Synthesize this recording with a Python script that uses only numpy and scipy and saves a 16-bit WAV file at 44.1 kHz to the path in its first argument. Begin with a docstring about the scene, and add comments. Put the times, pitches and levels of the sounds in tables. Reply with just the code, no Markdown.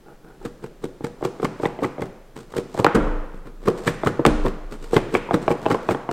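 """A snug cardboard box, shaken by its lid in two hands about five times a second, so that the base creeps out.
Panels pop, the walls scrape, and each stroke stops with a clack and the thud of the load. Twice the base
knocks hard on the wooden table, lands and sets it swaying. Indoors in a live room, with a stereo
microphone close over the lid; the hardest knocks overload it."""
import sys
import numpy as np
from scipy import signal
from scipy.fft import rfft, irfft
from scipy.io import wavfile

SR = 44100
rng = np.random.default_rng(int(sys.argv[2]) if len(sys.argv) > 2 else 0)


def transcribe(signal):
    """Save signal, clipped to [-1, 1], as a 16-bit WAV file at the path in sys.argv[1]."""
    frames = np.atleast_2d(signal).T
    limited = np.clip(frames, -1, 1)
    pcm = np.round(limited * 32767).astype(np.int16)
    wavfile.write(sys.argv[1], SR, pcm)


N = 270200
TIME = np.arange(N) / SR
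TOP_HZ = 16000

# friction heard through the card walls: freq_hz, level_db
WALL_SPECTRUM = [(70, -16), (140, 9), (280, 6.5), (450, 10.5), (700, -10), (1200, -5.5), (1700, -14),
                 (2400, -21), (4000, -30), (8000, -42.5)]
# the base comes down flat on the table: start_s, thud_db, thud_hz, push_db
LANDINGS = [(0.244, -38, 187, -57.5), (2.9587, -6.5, 211, -25.5), (4.267, -4.5, 237, -23.5)]
# strokes of the shaking: stop_s, scrape_db, hiss_db, rise_s, clack_db, clack_hz, thud_db, thud_hz
STROKES = [(0.454, -24.5, -37.5, 0.0036, -31.5, 890, -21, 403),
           (0.641, -28, -44.5, 0.0068, -33, 880, -27.5, 407),
           (0.839, -30, -43.5, 0.0064, -31.5, 900, -28, 410),
           (1.046, -25.5, -39, 0.0066, -28, 840, -20.5, 328),
           (1.252, -21.5, -32.5, 0.0071, -19.5, 1340, -18, 387),
           (1.452, -25, -37, 0.02, -15, 1184, -23.5, 426),
           (1.656, -30.5, -36.5, 0.025, -11.5, 1985, -17, 420),
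           (1.845, -15.5, -35.5, 0.012, -18.5, 1990, -15, 353),
           (2.023, -19.5, -38, 0.005, -19.5, 1090, -16, 320),
           (2.583, -23.5, -36, 0.011, -28, 895, -15.5, 400),
           (2.795, -20.5, -33, 0.0095, -22, 810, -8.5, 290),
           (3.686, -19, -35.5, 0.018, -23, 1200, -11, 500),
           (3.879, -14.5, -23, 0.007, -10.5, 1710, -26, 303),
           (4.073, -12.5, -29.5, 0.0063, -12.5, 1290, -14.5, 243),
           (4.465, -13.5, -34, 0.0061, -16.5, 680, -15, 296),
           (4.967, -10, -39, 0.0033, -4.5, 1034, -17, 440),
           (5.152, -15, -29.5, 0.0098, -9, 2264, -15.5, 337),
           (5.343, -10.5, -31, 0.005, -13.5, 1130, -12.5, 260),
           (5.515, -19.5, -33.5, 0.013, -16, 1110, -21, 287),
           (5.715, -12.5, -29, 0.0058, -14.5, 1360, -7, 290),
           (5.91, -10.5, -29, 0.0053, -21, 2150, -14, 297)]


def undb(db):
    """Decibels to gain."""
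    return 10 ** (np.asarray(db) / 20)


def unit(x):
    """Scale to rms 1."""
    return x / np.sqrt(np.mean(x ** 2))


def fade(t, t60):
    """Exponential decay, 60 dB down after t60."""
    return np.exp(-np.log(1000) * t / np.maximum(t60, 1e-4))


def swell(s, rise, fall):
    """An envelope that grows to 1 at time s and dies away."""
    return np.exp(-np.minimum(np.maximum((s - TIME) / rise, (TIME - s) / fall), 20))


def colour(x, points):
    """Shape a sound by (freq_hz, level_db) points."""
    hz, db = np.transpose(points)
    f = np.maximum(np.fft.rfftfreq(len(x), 1 / SR), 1)
    return irfft(rfft(x) * undb(np.interp(np.log(f), np.log(hz), db)), len(x))


def noise(points, length=N):
    """Coloured noise of rms 1."""
    return unit(colour(rng.standard_normal(length), points))


def wander(hz):
    """Smooth random motion of rms 1 that rolls off above hz."""
    return noise([(hz, 0), (2 * hz, -60), (8 * hz, -180)])


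def add(track, s, sound):
    """Mix a sound into a track at time s."""
    i = int(s * SR)
    track[i:i + len(sound)] += sound[:max(N - i, 0)]


def room_tone(level_db=-50.5):
    """The still air of the room, mostly a low rumble."""
    # spectrum of the air: freq_hz, level_db
    spectrum = [(25, 6.5), (55, -5), (95, -15), (130, 2), (250, -7), (400, -6), (900, -17.5), (1500, -20),
                (2300, -24.5), (8000, -32.5), (16000, -36.5)]
    return undb(level_db) * noise(spectrum)


def grains(per_s, spread_db):
    """Fibres catch and let go: random clicks of uneven size."""
    size = undb(spread_db * np.minimum(rng.exponential(size=N), 5))
    return (rng.random(N) < per_s / SR) * size * rng.standard_normal(N)


def fingers(walls_db=-2):
    """Soft swells of skin rubbing on the lid, heard also through the walls."""
    # fingers slide into their grip: middle_s, level_db, half_length_s
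    rubs = [(0.1, -49, 0.043), (0.292, -50, 0.058), (0.427, -49.5, 0.024)]
    # skin on card: freq_hz, level_db
    skin_spectrum = [(250, -9), (420, 10), (600, -4), (820, 9), (1080, -12), (1450, 4.5), (1900, -21),
                     (5000, -30)]
    pressure = sum(undb(db) * np.exp(-((TIME - s) / half) ** 2) for s, db, half in rubs)
    skin = grains(per_s=4000, spread_db=4.5)
    through_walls = undb(walls_db) * unit(colour(skin, WALL_SPECTRUM))
    return pressure * (unit(colour(skin, skin_spectrum)) + through_walls)


def blow(db, note_hz, t60, bass_db, bright_db, crack_db, crack_t60=0.022, crack_growth=2.15,
         contact_s=0.00041, glide=0.24, glide_s=0.00061, chatter_db=-18, chatter_t60=0.095):
    """One panel rings out over the modes of the box; the contact cracks and the walls chatter briefly."""
    # modes of the box: pitch_hz, level_db, t60_s
    box_modes = [(132.3, -13.5, 0.059), (314, -5.5, 0.027), (462, -1, 0.027), (568, -8, 0.028),
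                 (831, -5.5, 0.035), (1106, -5, 0.014), (1625, -14, 0.013), (2213, -21.5, 0.028),
                 (3210, -21, 0.011), (3600, -41, 0.00097)]
    t = np.arange(SR // 10) / SR
    # the bent panel is stiffer at first, so its note starts sharp and sinks
    turns = note_hz * (t + glide * glide_s * (1 - np.exp(-t / glide_s)))
    ring = np.sin(2 * np.pi * turns) * fade(t, t60)
    for k, (hz, mode_db, mode_t60) in enumerate(box_modes):
        # a heavy blow favours the low modes, a hard one the high
        tilt_db = np.interp(np.log(hz), np.log([200, 700, 2000]), [bass_db, 0, bright_db])
        detune = 1 + 0.078 * rng.standard_normal()
        mode = np.sin(2 * np.pi * hz * detune * t) * fade(t, mode_t60)
        ring += (-1) ** k * undb(mode_db + tilt_db) * mode
    chatter = undb(chatter_db) * noise(WALL_SPECTRUM, len(t)) * fade(t, chatter_t60)
    # card gives under a light touch: strong blows make a shorter contact and crack more
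    contact = 1 - np.exp(-(t * undb(0.27 * db) / contact_s) ** 2)
    # a sharp edge striking: freq_hz, level_db
    crack_spectrum = [(1200, -1.5), (3200, 4.5), (15000, -23.5)]
    crack_gain = undb(crack_db + bright_db + crack_growth * db)
    crack = crack_gain * noise(crack_spectrum, len(t)) * fade(t, crack_t60)
    return undb(db) * (contact * (ring + chatter) + crack)


def knocks(flat_room_db=4, bounce_s=0.0073, bounce_shrink=0.83, bounce_db=-3.5):
    """The base lands on the table and bounces twice; in the hard landings an edge strikes first."""
    # an edge strikes the table: start_s, level_db, pitch_hz, bright_db, room_db
    edge_strikes = [(2.8454, 2, 956, 0, 0.5), (2.865, -2.5, 1370, 2.5, 0.5), (2.9522, -9.5, 370, -2, 14),
                    (4.2515, -0.5, 1220, 5.5, -0.5), (4.2638, -8.5, 940, 1, -10)]
    hits = []
    for s, db, hz, bright_db, room_db in edge_strikes:
        knock = blow(db, hz, t60=0.015, bass_db=-5, bright_db=bright_db,
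                     crack_db=-18.5, crack_t60=0.0082, crack_growth=1.0)
        hits.append((s, knock, room_db))
    for s, db, hz, _ in LANDINGS:
        for k in range(3):
            thud = blow(db + k * bounce_db, hz, t60=0.054, bass_db=0, bright_db=-46, crack_db=-22)
            hits.append((s, thud, flat_room_db))
            s += bounce_s * bounce_shrink ** k
    return hits


def table(top_db=-2.5, damping=1.34, tremble_db=-51, sway_hz=25.2, sway_db=-2,
          tail_db=-4.5, tail_t60=3.4, drift=0.07, uneven_db=2):
    """The table trembles under the arms; each landing sways it on its legs and rings its top."""
    # modes of the table top, before box and hands damp it: pitch_hz, level_db, free_t60_s
    top_modes = [(51.4, 5, 1), (128.8, -13, 0.42), (191, -4.5, 1), (224, -2, 1), (284.3, 1, 0.23),
                 (302, 8, 1), (483, -46, 0.76), (619, -10, 1)]
    t = np.arange(SR) / SR
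    top = sum(undb(db) * np.sin(2 * np.pi * hz * t) * fade(t, t60 / damping) for hz, db, t60 in top_modes)
    corners_s = np.cumsum([0.0091, 0.071, 0.12, 0.087])  # the sway waits, swells, holds and drops
    first_stroke_s = STROKES[0][0]
    sway = undb(tremble_db) * np.minimum(TIME / first_stroke_s, 1) ** 2
    ring = np.zeros(N)
    for s, _, _, push_db in LANDINGS:
        add(ring, s, undb(push_db + top_db) * top)
        age = TIME - s
        sway += undb(push_db + sway_db) * np.interp(age, corners_s, [0, 1, 1, 0])
        tail = np.interp(age, corners_s[:2], [0, 1]) * fade(np.abs(age), tail_t60)
        sway += undb(push_db + tail_db) * tail
    swing_hz = sway_hz * (1 + drift * wander(hz=9.7))
    swing = np.sin(2 * np.pi * np.cumsum(swing_hz) / SR)
    return ring + unit(swing) * sway * undb(uneven_db * wander(hz=9.4))


def scraping(walls_db=-1, judder_db=4.0, rebound_s=0.017, rebound_db=-18,
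             glide_scrape_db=-23.5, glide_hiss_db=-13):
    """Each slip of card on card speeds up and dies; its grains drive the walls and hiss from the seam."""
    # slides, and short catches as the load settles: peak_s, scrape_db, hiss_db, fall_s
    slides = [(0.665, -45, -53, 0.004), (0.855, -34, -44, 0.004), (1.069, -31, -38, 0.003),
              (2.058, -30, -52, 0.006), (2.367, -32.5, -40.5, 0.016), (2.405, -45, -48, 0.026),
              (2.52, -56, -48, 0.034), (2.74, -96, -48, 0.073), (2.954, -11, -24.5, 0.0079),
              (3.35, -37, -54, 0.022), (3.467, -31, -53, 0.02), (3.648, -47, -60, 0.021),
              (3.78, -46, -42.5, 0.037), (4.264, -10, -17, 0.0025), (4.726, -32.5, -40, 0.029),
              (4.84, -46, -42, 0.048), (4.94, -33, -28, 0.023), (5.429, -40, -44, 0.026),
              (5.63, -36, -50, 0.084), (5.828, -34.5, -54, 0.025), (6.114, -30, -38, 0.014)]
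    # friction straight from the rubbing faces: freq_hz, level_db
    seam_spectrum = [(1000, 11), (2500, 0), (4000, 0.5), (6300, -5.5), (8200, -0.5), (10500, -16.5),
                     (13000, -12), (16000, -29)]
    scrape, hiss = np.zeros(N), np.zeros(N)
    for s, scrape_db, hiss_db, rise_s, *_ in STROKES:
        rebound = undb(rebound_db) * swell(s + rebound_s, rise=0.003, fall=0.006)
        slip = swell(s, rise_s, fall=0.0064) + rebound
        glide = swell(s, rise=0.03, fall=0.03)
        scrape += undb(scrape_db) * (slip + undb(glide_scrape_db) * glide)
        hiss += undb(hiss_db) * (slip + undb(glide_hiss_db) * glide)
    for s, scrape_db, hiss_db, fall_s in slides:
        speed = swell(s, rise=0.37 * fall_s, fall=fall_s)
        scrape += undb(scrape_db) * speed
        hiss += undb(hiss_db) * speed
    # the faces stick and let go every few milliseconds
    fibres = grains(per_s=9000, spread_db=0) * undb(judder_db * wander(hz=113))
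    through_walls = undb(walls_db) * scrape * unit(colour(fibres, WALL_SPECTRUM))
    return through_walls + hiss * unit(colour(fibres, seam_spectrum))


def ring_time(note_hz):
    """How long a panel rings at its note: longest near the hollow of the box."""
    # decay of a panel: pitch_hz, t60_s
    panel_decays = [(260, 0.023), (450, 0.037), (640, 0.046), (1100, 0.031), (2000, 0.023)]
    hz, t60 = np.transpose(panel_decays)
    return np.interp(np.log(note_hz), np.log(hz), t60)


def stops(clack_lead_s=0.001513, thud_lag_s=0.00099, clack_room_db=-1, thud_room_db=1):
    """Each stroke ends in a hard clack and the heavy thud of the load."""
    hits = []
    for s, *_, clack_db, clack_hz, thud_db, thud_hz in STROKES:
        clack = blow(clack_db, clack_hz, ring_time(clack_hz), bass_db=-13, bright_db=12.5, crack_db=-21)
        thud = blow(thud_db, thud_hz, ring_time(thud_hz), bass_db=10, bright_db=-26, crack_db=-27)
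        hits += [(s - clack_lead_s, clack, clack_room_db), (s + thud_lag_s, thud, thud_room_db)]
    return hits


def pops(room_db=-1):
    """Panels bent by the grip snap through; the loud, bright ones crack sharply."""
    # snaps of the panels: start_s, level_db, pitch_hz, bright_db
    snaps = [(1.007, -21.5, 296, -33), (1.21, -27, 620, -16), (1.2258, -15.5, 327, -2),
             (1.3986, -23.5, 435, 5), (1.4291, -12.5, 313, -3), (1.598, -19.5, 610, 1),
             (1.6331, -10, 263, -6), (1.6459, -19.5, 664, 5), (1.789, -21.5, 650, 7.5),
             (1.8234, -10.5, 288, -24), (1.835, -18, 1130, -5), (1.981, -23, 617, 1),
             (1.994, -17, 282, -17), (2.538, -23.5, 256, 6), (2.559, -23, 333, -15), (2.747, -21, 664, -22),
             (2.776, -17.5, 330, -4), (3.677, -10, 1107, -9), (4.0342, -13.5, 652, 5),
             (4.063, -13, 1150, 5), (4.1936, -6.5, 332, -36), (4.451, -14.5, 500, -5),
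             (4.932, -8.5, 465, -27), (4.979, -9, 247, -9), (5.288, -22, 920, 1), (5.309, -11, 694, 3.5),
             (5.336, -35, 316, -8), (5.4793, -7.5, 647, 6.5), (5.505, -6, 296, -16), (5.656, -17, 604, 9),
             (5.662, -7.5, 636, 5), (5.706, -11.5, 376, 7), (5.7447, -9.5, 1036, 3), (5.889, -8.5, 640, 7),
             (5.9471, -14.5, 255, 8), (6.09, -14.5, 700, 5.5)]
    return [(s, blow(db, hz, ring_time(hz), bass_db=3.5, bright_db=bright_db, crack_db=-16), room_db)
            for s, db, hz, bright_db in snaps]


def radiate(hits, low_cut_hz=115, attack_db=4, attack_t60=0.036):
    """The small box sends hits (start_s, sound, room_db) to microphone and room, with little bass."""
    # treble beams up from the lid, so less of it spreads into the room: freq_hz, level_db
    spread_spectrum = [(300, -0.5), (900, 1), (2500, 0.5), (5000, -14), (10000, -10)]
    near, spread = np.zeros(N), np.zeros(N)
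    low_cut = signal.butter(2, low_cut_hz, "high", fs=SR, output="sos")
    for s, sound, room_db in hits:
        sound = signal.sosfilt(low_cut, sound)
        add(near, s, sound)
        # the broad attack leaves all six faces; the ring belongs mostly to the face under the microphone
        attack = sound * fade(np.arange(len(sound)) / SR, attack_t60)
        add(spread, s, undb(room_db + attack_db) * attack)
    return near, colour(spread, spread_spectrum)


def hollow(walls):
    """The air inside the box hums on in sympathy with the walls."""
    # modes of the enclosed air: pitch_hz, level_db, t60_s
    air_modes = [(379.8, -54.5, 0.22), (478.9, -52.5, 0.19), (826, -61.5, 0.34)]
    t = np.arange(SR // 2) / SR
    ring = sum(undb(db) * np.sin(2 * np.pi * hz * t) * fade(t, t60) for hz, db, t60 in air_modes)
    return signal.fftconvolve(walls, ring)[:N]


def room(x, room_db=-11.0, early_db=7, early_t60=0.083, gap_s=0.0012, bands=20):
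    """Diffuse sound, mid and side: each band stores energy and loses it, fast at first, then slowly."""
    # reverberation of the live room: freq_hz, level_db, t60_s
    response = [(85, 3, 0.45), (129, 7.5, 0.58), (250, 9.5, 0.47), (400, 2, 0.97), (760, 2, 0.95),
                (1500, 1, 1), (3040, 2, 1), (6900, 4.5, 0.81), (13700, -1, 0.12)]
    hz, db, t60 = np.transpose(response)
    delayed = np.concatenate([np.zeros(int(gap_s * SR)), x])[:N]
    edges_hz = np.geomspace(90, TOP_HZ, bands + 1)
    field = np.zeros((2, N))
    for low, high in zip(edges_hz, edges_hz[1:]):
        band = signal.butter(2, [low, high], "band", fs=SR, output="sos")
        log_centre = np.log(low * high) / 2
        band_db, band_t60 = (np.interp(log_centre, np.log(hz), column) for column in (db, t60))
        white = rng.standard_normal((2, N))
        power = signal.sosfilt(band, delayed + 1e-9 * white[0]) ** 2
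        late, early = (signal.lfilter([10 / SR], [1, -fade(1 / SR, decay) ** 2], power)
                       for decay in (band_t60, early_t60))
        envelope = np.sqrt(late + undb(early_db) ** 2 * early)
        field += undb(band_db) * envelope * unit(signal.sosfilt(band, white))
    return undb(room_db) * field


def scene(widening_db=-10):
    """Box, table and room, at two capsules so close together that mainly the treble differs."""
    near, spread = radiate(knocks() + stops() + pops())
    friction = scraping() + fingers()
    box = near + friction + hollow(near + friction)
    air = room_tone()
    room_mid, room_side = room(spread + friction)
    mid = box + room_mid + table() + air
    # a faint phase-shifted copy of the hits widens the stereo image
    widening = undb(widening_db) * signal.hilbert(near).imag
    width = [(60, -23.5), (250, -45.5), (1000, -33.5), (4000, -14), (12000, -4.5)]  # freq_hz, side_db
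    side = colour(room_side + air[::-1] + widening, width)
    return np.array([mid + side, mid - side])


def record(dry):
    """The close microphone clips on the hardest knocks; the top is cut steeply."""
    high_cut = signal.ellip(8, .2, 80, TOP_HZ, fs=SR, output="sos")
    return signal.sosfilt(high_cut, np.clip(dry, -.97, .97))


dry = scene()
out = record(dry)
transcribe(out)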